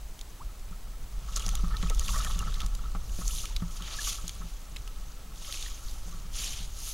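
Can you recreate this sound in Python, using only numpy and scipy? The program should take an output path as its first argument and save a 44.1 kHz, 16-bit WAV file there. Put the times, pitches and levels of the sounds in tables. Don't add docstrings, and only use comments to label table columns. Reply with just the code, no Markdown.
import sys
import numpy as np
from scipy import signal
from scipy.fft import rfft, irfft
from scipy.io import wavfile
from scipy.ndimage import uniform_filter1d

SR = 44100
rng = np.random.default_rng(int(sys.argv[2]) if len(sys.argv) > 2 else 0)


def log_audio(samples):
    frames = np.atleast_2d(samples).T
    limited = np.clip(frames, -1, 1)
    pcm = np.round(limited * 32767).astype(np.int16)
    wavfile.write(sys.argv[1], SR, pcm)


def elevation(decibels):
    levels = np.asarray(decibels, float)
    return 10 ** (levels / 20)


N = 306009

# frequency in Hz, relative density in dB per Hz.
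SWISH_COLOUR = [(940, -19), (1800, -17), (3100, -3), (5330, -4.5), (6350, 0.5), (7190, -2.5), (8000, -15.5),
                (9000, -6.5), (9600, -9.5), (11100, -8.5), (14500, -22), (16200, -26)]
# time in seconds, deep rumble in dB, rubbing on the housing in dB.
GRIP = [(0, -38.5, -80), (.5, -37.5, -69), (1.0, -38, -69), (1.4, -30.5, -50.5), (1.7, -27, -54),
        (1.97, -26, -56), (2.2, -27, -47.5), (2.64, -28.5, -53), (2.72, -31.5, -59), (3.2, -30, -59.5),
        (3.6, -33.5, -62.5), (4.0, -38, -52), (4.3, -35, -59), (4.5, -40, -66), (4.8, -36.5, -61.5),
        (5.3, -39.5, -63), (5.9, -36.5, -60.5), (6.3, -34.5, -59.5), (6.94, -37.5, -68)]


def evened(x):
    return x / np.sqrt(np.mean(x ** 2) + 1e-20)


def curve(rows):
    s, *columns = np.transpose(rows)
    return [np.interp(np.arange(N) / SR, s, c) for c in columns]


def coloured(x, points):
    f, db = np.transpose(points)
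    hz = np.fft.rfftfreq(len(x), 1 / SR)
    gain = elevation(np.interp(np.log(hz + 1), np.log(f + 1), db))
    return irfft(rfft(x) * gain, len(x))


def lumps(width):
    size = max(round(width * SR), 1)
    return evened(uniform_filter1d(uniform_filter1d(rng.standard_normal(N), size), size))


def resonate(x, hz, width):
    return signal.lfilter(*signal.iirpeak(hz, hz / width, SR), x)


def add(mix, s, sound):
    part = mix[round(s * SR):][:len(sound)]
    part += sound[:len(part)]


def blip(hz, cycles, glide):
    u = np.arange(1024) / SR * hz / cycles
    turns = cycles * (u + glide * u ** 2 / 2)
    ring = np.sqrt(u) * np.exp(-3 * u) * np.sin(2 * np.pi * turns)
    return ring / abs(ring).max()


def ticks(t60=0.012, rise=0.00041, cycles=9, glide=0.038, flat=0.041, froth=1.0, froth_cycles=90):
    # start in seconds, level in dB, strongest frequency in Hz, breadth from 0 (drop) to 1 (snap).
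    tick_rows = [(0.191, -34, 3240, 0.74), (0.212, -27, 3600, 0.6), (1.3596, -26, 5200, 0.2),
                 (1.3628, -17.5, 6600, 0.2), (1.368, -21, 3700, 0.84), (1.3735, -19, 6290, 0.6),
                 (1.378, -23, 6450, 0.6), (1.396, -27.5, 6660, 0.3), (1.4635, -21, 5900, 0.63),
                 (1.4814, -25.5, 6800, 0.27), (1.49, -20, 5960, 0.85), (1.553, -17, 6700, 0.53),
                 (1.7683, -24.5, 3930, 0.43), (1.827, -27.5, 3240, 0.33), (1.8983, -20, 6800, 0.94),
                 (1.947, -24.5, 6340, 0.46), (1.995, -18, 6660, 0.56), (2.0817, -22.5, 2920, 0.6),
                 (2.091, -26.5, 2760, 0.45), (2.247, -21, 2970, 0.65), (2.3107, -28.5, 3570, 0.27),
                 (2.3908, -20.5, 6350, 0.57), (2.5414, -28.5, 3830, 0.43), (2.604, -25, 3320, 0.4),
                 (2.617, -27.5, 3550, 0.54), (2.662, -23.5, 6900, 0.5), (2.75, -27, 4660, 0.66),
                 (3.2792, -18, 6700, 0.45), (3.4337, -29, 6350, 0.8), (3.455, -23.5, 2680, 0.62),
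                 (3.564, -21, 3900, 0.33), (3.822, -27.5, 3040, 0.7), (4.2798, -19, 6500, 0.58),
                 (4.2935, -22.5, 3260, 0.77), (4.7618, -30, 2480, 0.4), (4.7667, -29.5, 3800, 0.12),
                 (4.8763, -30.5, 2900, 0.63), (5.447, -37, 3170, 0.2), (5.5248, -22.5, 3430, 0.6),
                 (5.542, -29, 2500, 0.6), (5.574, -36, 2500, 0.64), (5.6255, -24.5, 3640, 0.56),
                 (5.661, -36, 3930, 0.3)]
    out, t = np.zeros(N), np.arange(1024) / SR
    shape = (1 - np.exp(-t / rise)) * elevation(-60 * t / t60)
    for (s, db, hz, broad), noise in zip(tick_rows, rng.standard_normal((len(tick_rows), 1024))):
        snap = shape * (evened(coloured(noise, SWISH_COLOUR)) + flat * np.diff(noise, prepend=0))
        fading = noise[::-1] * elevation(-60 * t * hz / froth_cycles)
        fizz = resonate(fading, hz, .3 * hz)
        drop = blip(hz, cycles, glide) + froth * fizz / abs(fizz).max()
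        add(out, s, elevation(db) * ((1 - broad) * drop + broad * snap / abs(snap).max()))
    return out


def blip_shower(size, kind, blips):
    out = np.zeros(N)
    for k, sound in enumerate(blips):
        out += signal.oaconvolve(size * (kind == k), sound)[:N]
    return out


def spray(over_db=2, spread_db=2.6, low_hz=2900, high_hz=7500, share=1, count=24):
    # start in seconds, length in seconds, most drops per second before the share.
    thrashes = [(1.2, 1.9, 400), (3.1, .9, 100), (4.6, 1.4, 110)]
    t = np.arange(N) / SR
    per_s = sum(most * np.sin(np.pi * np.clip((t - s) / length, 0, 1)) ** .5 for s, length, most in thrashes)
    size = moves()[0] * elevation(over_db + spread_db * np.minimum(rng.exponential(1, N), 4))
    size *= rng.random(N) < share * per_s / SR
    kind = rng.integers(0, count, N)
    pitches = np.geomspace(low_hz, high_hz, count)
    blips = [blip(hz, 5 + 8 * u[0] ** 2, 0.25 * u[1]) for hz, u in zip(pitches, rng.random((count, 2)))]
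    return blip_shower(size, kind, blips)


def housing(x):
    # frequency in Hz, width in Hz of each of two passes, relative gain in dB.
    modes = [(1163, 150, 4), (1275, 108, 5.5), (1710, 290, -10), (912, 300, -8.5), (613, 230, -11.5)]
    return sum(elevation(db) * resonate(resonate(x, hz, w), hz, w) for hz, w, db in modes)


def slaps(length=0.011):
    # start in seconds, peak in dB.
    slap_rows = [(0.721, -45), (1.364, -33.5), (1.396, -39), (1.4783, -34.5), (1.64, -36.5), (1.671, -45),
                 (1.708, -38), (1.7374, -35), (1.825, -35), (1.858, -39), (2.011, -38.5), (2.0855, -37),
                 (2.156, -28.5), (2.199, -33), (2.2451, -33), (2.266, -35.5), (2.297, -36), (2.4224, -32.5),
                 (2.4686, -35), (2.562, -46), (2.6082, -36), (2.8354, -42), (2.9465, -35.5), (3.212, -38),
                 (3.29, -41.5), (3.4338, -40), (3.6187, -39.5), (4.0673, -34), (4.4118, -41),
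                 (5.468, -42.5), (5.49, -42), (5.711, -47)]
    out, u = np.zeros(N), np.arange(4000) / SR / length
    for (s, db), noise in zip(slap_rows, rng.standard_normal((len(slap_rows), 4000))):
        slap = housing(noise * np.sqrt(u) * np.exp(-2 * u))
        add(out, s, elevation(db) * slap / abs(slap).max())
    return out


def bubbles():
    # start in seconds, peak in dB, start pitch in Hz, end pitch in Hz, length in seconds.
    bubble_rows = [(.397, -43, 720, 1450, .036), (1.47, -51, 5920, 5920, .16),
                   (1.727, -44, 1720, 1850, .034), (1.884, -44, 2300, 2900, .016),
                   (1.903, -38, 1340, 1250, .04), (1.998, -48, 5920, 5920, .025),
                   (2.086, -36, 1080, 1150, .016), (2.138, -35, 930, 1330, .022),
                   (2.154, -40, 1800, 1980, .014), (2.172, -45, 560, 720, .022),
                   (2.256, -40, 1880, 1760, .014), (2.398, -39, 2900, 2700, .011),
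                   (2.853, -44, 1250, 1400, .012), (3.986, -32, 1640, 1760, .014),
                   (5.482, -50, 600, 520, .026)]
    out = np.zeros(N)
    for s, db, start_hz, end_hz, length in bubble_rows:
        u = np.arange(round(length * SR)) / (length * SR)
        turns = np.cumsum(start_hz + (end_hz - start_hz) * u) / SR
        add(out, s, elevation(db) * np.sin(np.pi * u ** 0.99) * np.sin(2 * np.pi * turns))
    return out


def knocks(thud_hz=171.2, thud_t60=0.17, edge_t60=0.067):
    # start in seconds, thud level in dB, hard edge level in dB.
    knock_rows = [(0.711, -35.5, -56), (1.465, -30, -43.5), (1.636, -24, -46), (1.831, -24, -41),
                  (1.903, -54, -35), (2.002, -58, -46), (2.36, -29.5, -50), (2.41, -31, -60),
                  (2.462, -33, -63), (2.631, -33.5, -49), (2.949, -31.5, -39), (3.187, -29.5, -41),
                  (3.214, -38, -47), (3.438, -40, -71), (3.622, -21, -44), (3.81, -35.5, -57),
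                  (4.24, -33.5, -47), (4.404, -36.5, -77), (4.44, -34.5, -65), (6.075, -39, -49.5),
                  (6.144, -36, -53), (6.603, -37.5, -64)]
    out, t = np.zeros(N), np.arange(6000) / SR
    tones = np.sin(2 * np.pi * thud_hz * t) + elevation(-60 * t / 0.13) * np.sin(2 * np.pi * 115 * t)
    thud = (1 - np.exp(-t / 0.0017)) * elevation(-60 * t / thud_t60) * tones / 1.55
    for (s, db, edge_db), noise in zip(knock_rows, rng.standard_normal((len(knock_rows), 6000))):
        edge = elevation(-60 * t / edge_t60) * evened(resonate(noise, 455, 340))
        add(out, s, elevation(db) * thud + elevation(edge_db) * edge)
    return out


def rumble(flutter_db=-23):
    # frequency in Hz, relative density in dB per Hz.
    deep_colour = [(12, -7), (25, -2.5), (40, -2.5), (52, -9.5), (70, -21), (100, -24), (200, -46),
                   (1500, -59), (5000, -78)]
    flutter_colour = [(60, -33), (100, 0), (140, 2), (185, 2), (215, -8), (300, -21), (450, -13),
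                      (900, -74), (5000, -95)]
    deep_db = curve(GRIP)[0]
    deep = evened(coloured(rng.standard_normal(N), deep_colour))
    flutter = evened(coloured(rng.standard_normal(N) * elevation(4.1 * lumps(0.029)), flutter_colour))
    return elevation(deep_db) * (deep + elevation(flutter_db) * flutter)


def moves():
    # start in seconds, loudest moment in seconds,
    # end in seconds, peak in dB, tilt in dB per octave.
    stroke_rows = [(1.22, 1.413, 1.6, -47, -2), (1.735, 1.817, 1.97, -49.5, -3),
                   (1.896, 2.112, 2.39, -42, 4), (3.014, 3.344, 3.51, -42, 4), (3.296, 3.39, 3.55, -47, -2),
                   (3.641, 3.78, 3.8, -49.5, 3), (3.72, 3.935, 4.04, -43, -5.5),
                   (3.888, 4.086, 4.175, -34, 0.5), (4.15, 4.228, 4.2, -48, 8),
                   (5.31, 5.547, 5.71, -42, -0.5), (5.5, 5.675, 5.82, -47.5, -1.5),
                   (5.7, 5.884, 6.04, -51, 2.5), (5.946, 6.082, 6.25, -55, 1.5),
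                   (6.3, 6.418, 6.53, -35, -0.6), (6.398, 6.534, 6.68, -42, -2), (6.704, 6.889, 7, -40, 3)]
    swell, stop = 1.17, 0.65
    dulling = 1.4
    rest_db, rest_tilt = -64, 0.1
    fidget_db, fidget_tilt = -0.5, -2
    settle_db, settle_t60, settle_tilt = -10, 2.3, -1.1
    stroke_rub_db = -22.5

    t, grip_db = np.arange(N) / SR, curve(GRIP)[1]
    rest, fidget, strokes = elevation(rest_db) ** 2, elevation(grip_db + fidget_db) ** 2, np.zeros(N)
    tilt = rest * rest_tilt + fidget * fidget_tilt
    for start, top, end, db, slope in stroke_rows:
        shape = np.interp(t, [start, top, end], [0, 1, 0]) ** np.where(t < top, swell, stop)
        stroke = (elevation(db) * shape) ** 2
        strokes += stroke
        tilt += stroke * (slope - dulling * (1 - shape) * (t > top))
    keep = elevation(-60 / (settle_t60 * SR)) ** 2
    settle = elevation(settle_db) ** 2 * signal.lfilter([1 - keep], [1, -keep], strokes)
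    power = rest + fidget + strokes + settle
    rub = elevation(grip_db) ** 2 + elevation(stroke_rub_db) ** 2 * strokes
    return np.sqrt(power), (tilt + settle * settle_tilt) / power, np.sqrt(rub)


def swish(per_s=6000, spread_db=0.5, patchy_db=1.0, smooth=0.88):
    level, tilt, rubbing = moves()
    size = elevation(spread_db * np.minimum(rng.exponential(1, N), 5)) * rng.standard_normal(N)
    slips = evened(size * (rng.random(N) < per_s / SR))
    friction = smooth * rng.standard_normal(N)
    sound = evened(coloured((slips + friction) * elevation(patchy_db * lumps(.008)), SWISH_COLOUR))
    hz, t, z = signal.stft(sound, SR, nperseg=256)
    octaves = np.log2(np.clip(hz, 1500, 15500) / 5000)[:, None]
    patches = evened(uniform_filter1d(uniform_filter1d(rng.standard_normal(z.shape), 9, 0), 6, 1))
    z = z * elevation(octaves * np.interp(t, np.arange(N) / SR, tilt) + 1.7 * patches)
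    tilted = signal.istft(z, SR, nperseg=256)[1][:N]
    rub = evened(housing(rng.standard_normal(N) * elevation(3.9 * lumps(0.0061) + 1.56 * lumps(0.017))))
    return level * tilted + rubbing * rub


def crackle(per_s=45, level_db=-23, spread_db=3.5, low_hz=5500, high_hz=11500, count=12):
    size = moves()[0] ** .5 * elevation(level_db + spread_db * np.minimum(rng.exponential(1, N), 3))
    size *= rng.random(N) < per_s / SR
    kind = rng.integers(0, count, N)
    return blip_shower(size, kind, [blip(hz, 5.6, 0.1) for hz in np.geomspace(low_hz, high_hz, count)])


def hiss(level_db=-54.5):
    # frequency in Hz, relative density in dB per Hz.
    hiss_colour = [(140, 0), (230, 1), (400, -3), (800, -3), (1260, -6), (1600, -8), (8000, -13.5),
                   (16000, -15)]
    return elevation(level_db) * evened(coloured(rng.standard_normal(N), hiss_colour))


def side_noise(level_db=-63):
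    # frequency in Hz, relative density in dB per Hz.
    side_colour = [(60, -32), (100, -16), (295, 1.5), (970, -3), (3540, -6), (6150, -4.5), (16000, -2)]
    side = elevation(level_db) * evened(coloured(rng.standard_normal(N), side_colour))
    return np.array([side, -side])


def whine():
    # frequency in Hz, rms level in dB.
    whine_rows = [(7882, -73), (15704, -78)]
    t = np.arange(N) / SR
    return sum(elevation(db) * np.sqrt(2) * np.sin(2 * np.pi * hz * t) for hz, db in whine_rows)


def scene():
    plops = spray(over_db=-3, low_hz=750, high_hz=2300, share=.2)
    water = ticks() + spray() + plops + slaps() + bubbles()
    handling = knocks() + rumble() + swish() + crackle()
    mix = water + handling
    return np.array([mix, mix])


def band_limit(x):
    return signal.sosfilt(signal.butter(12, 16970, fs=SR, output="sos"), x)


def record(dry):
    edge = signal.firwin(511, 15880, window=("kaiser", 7), fs=SR)
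    noisy = dry + hiss() + whine() + side_noise()
    wired = signal.oaconvolve(noisy, edge[None], "same")
    return band_limit(wired)


dry = scene()
out = record(dry)
log_audio(out)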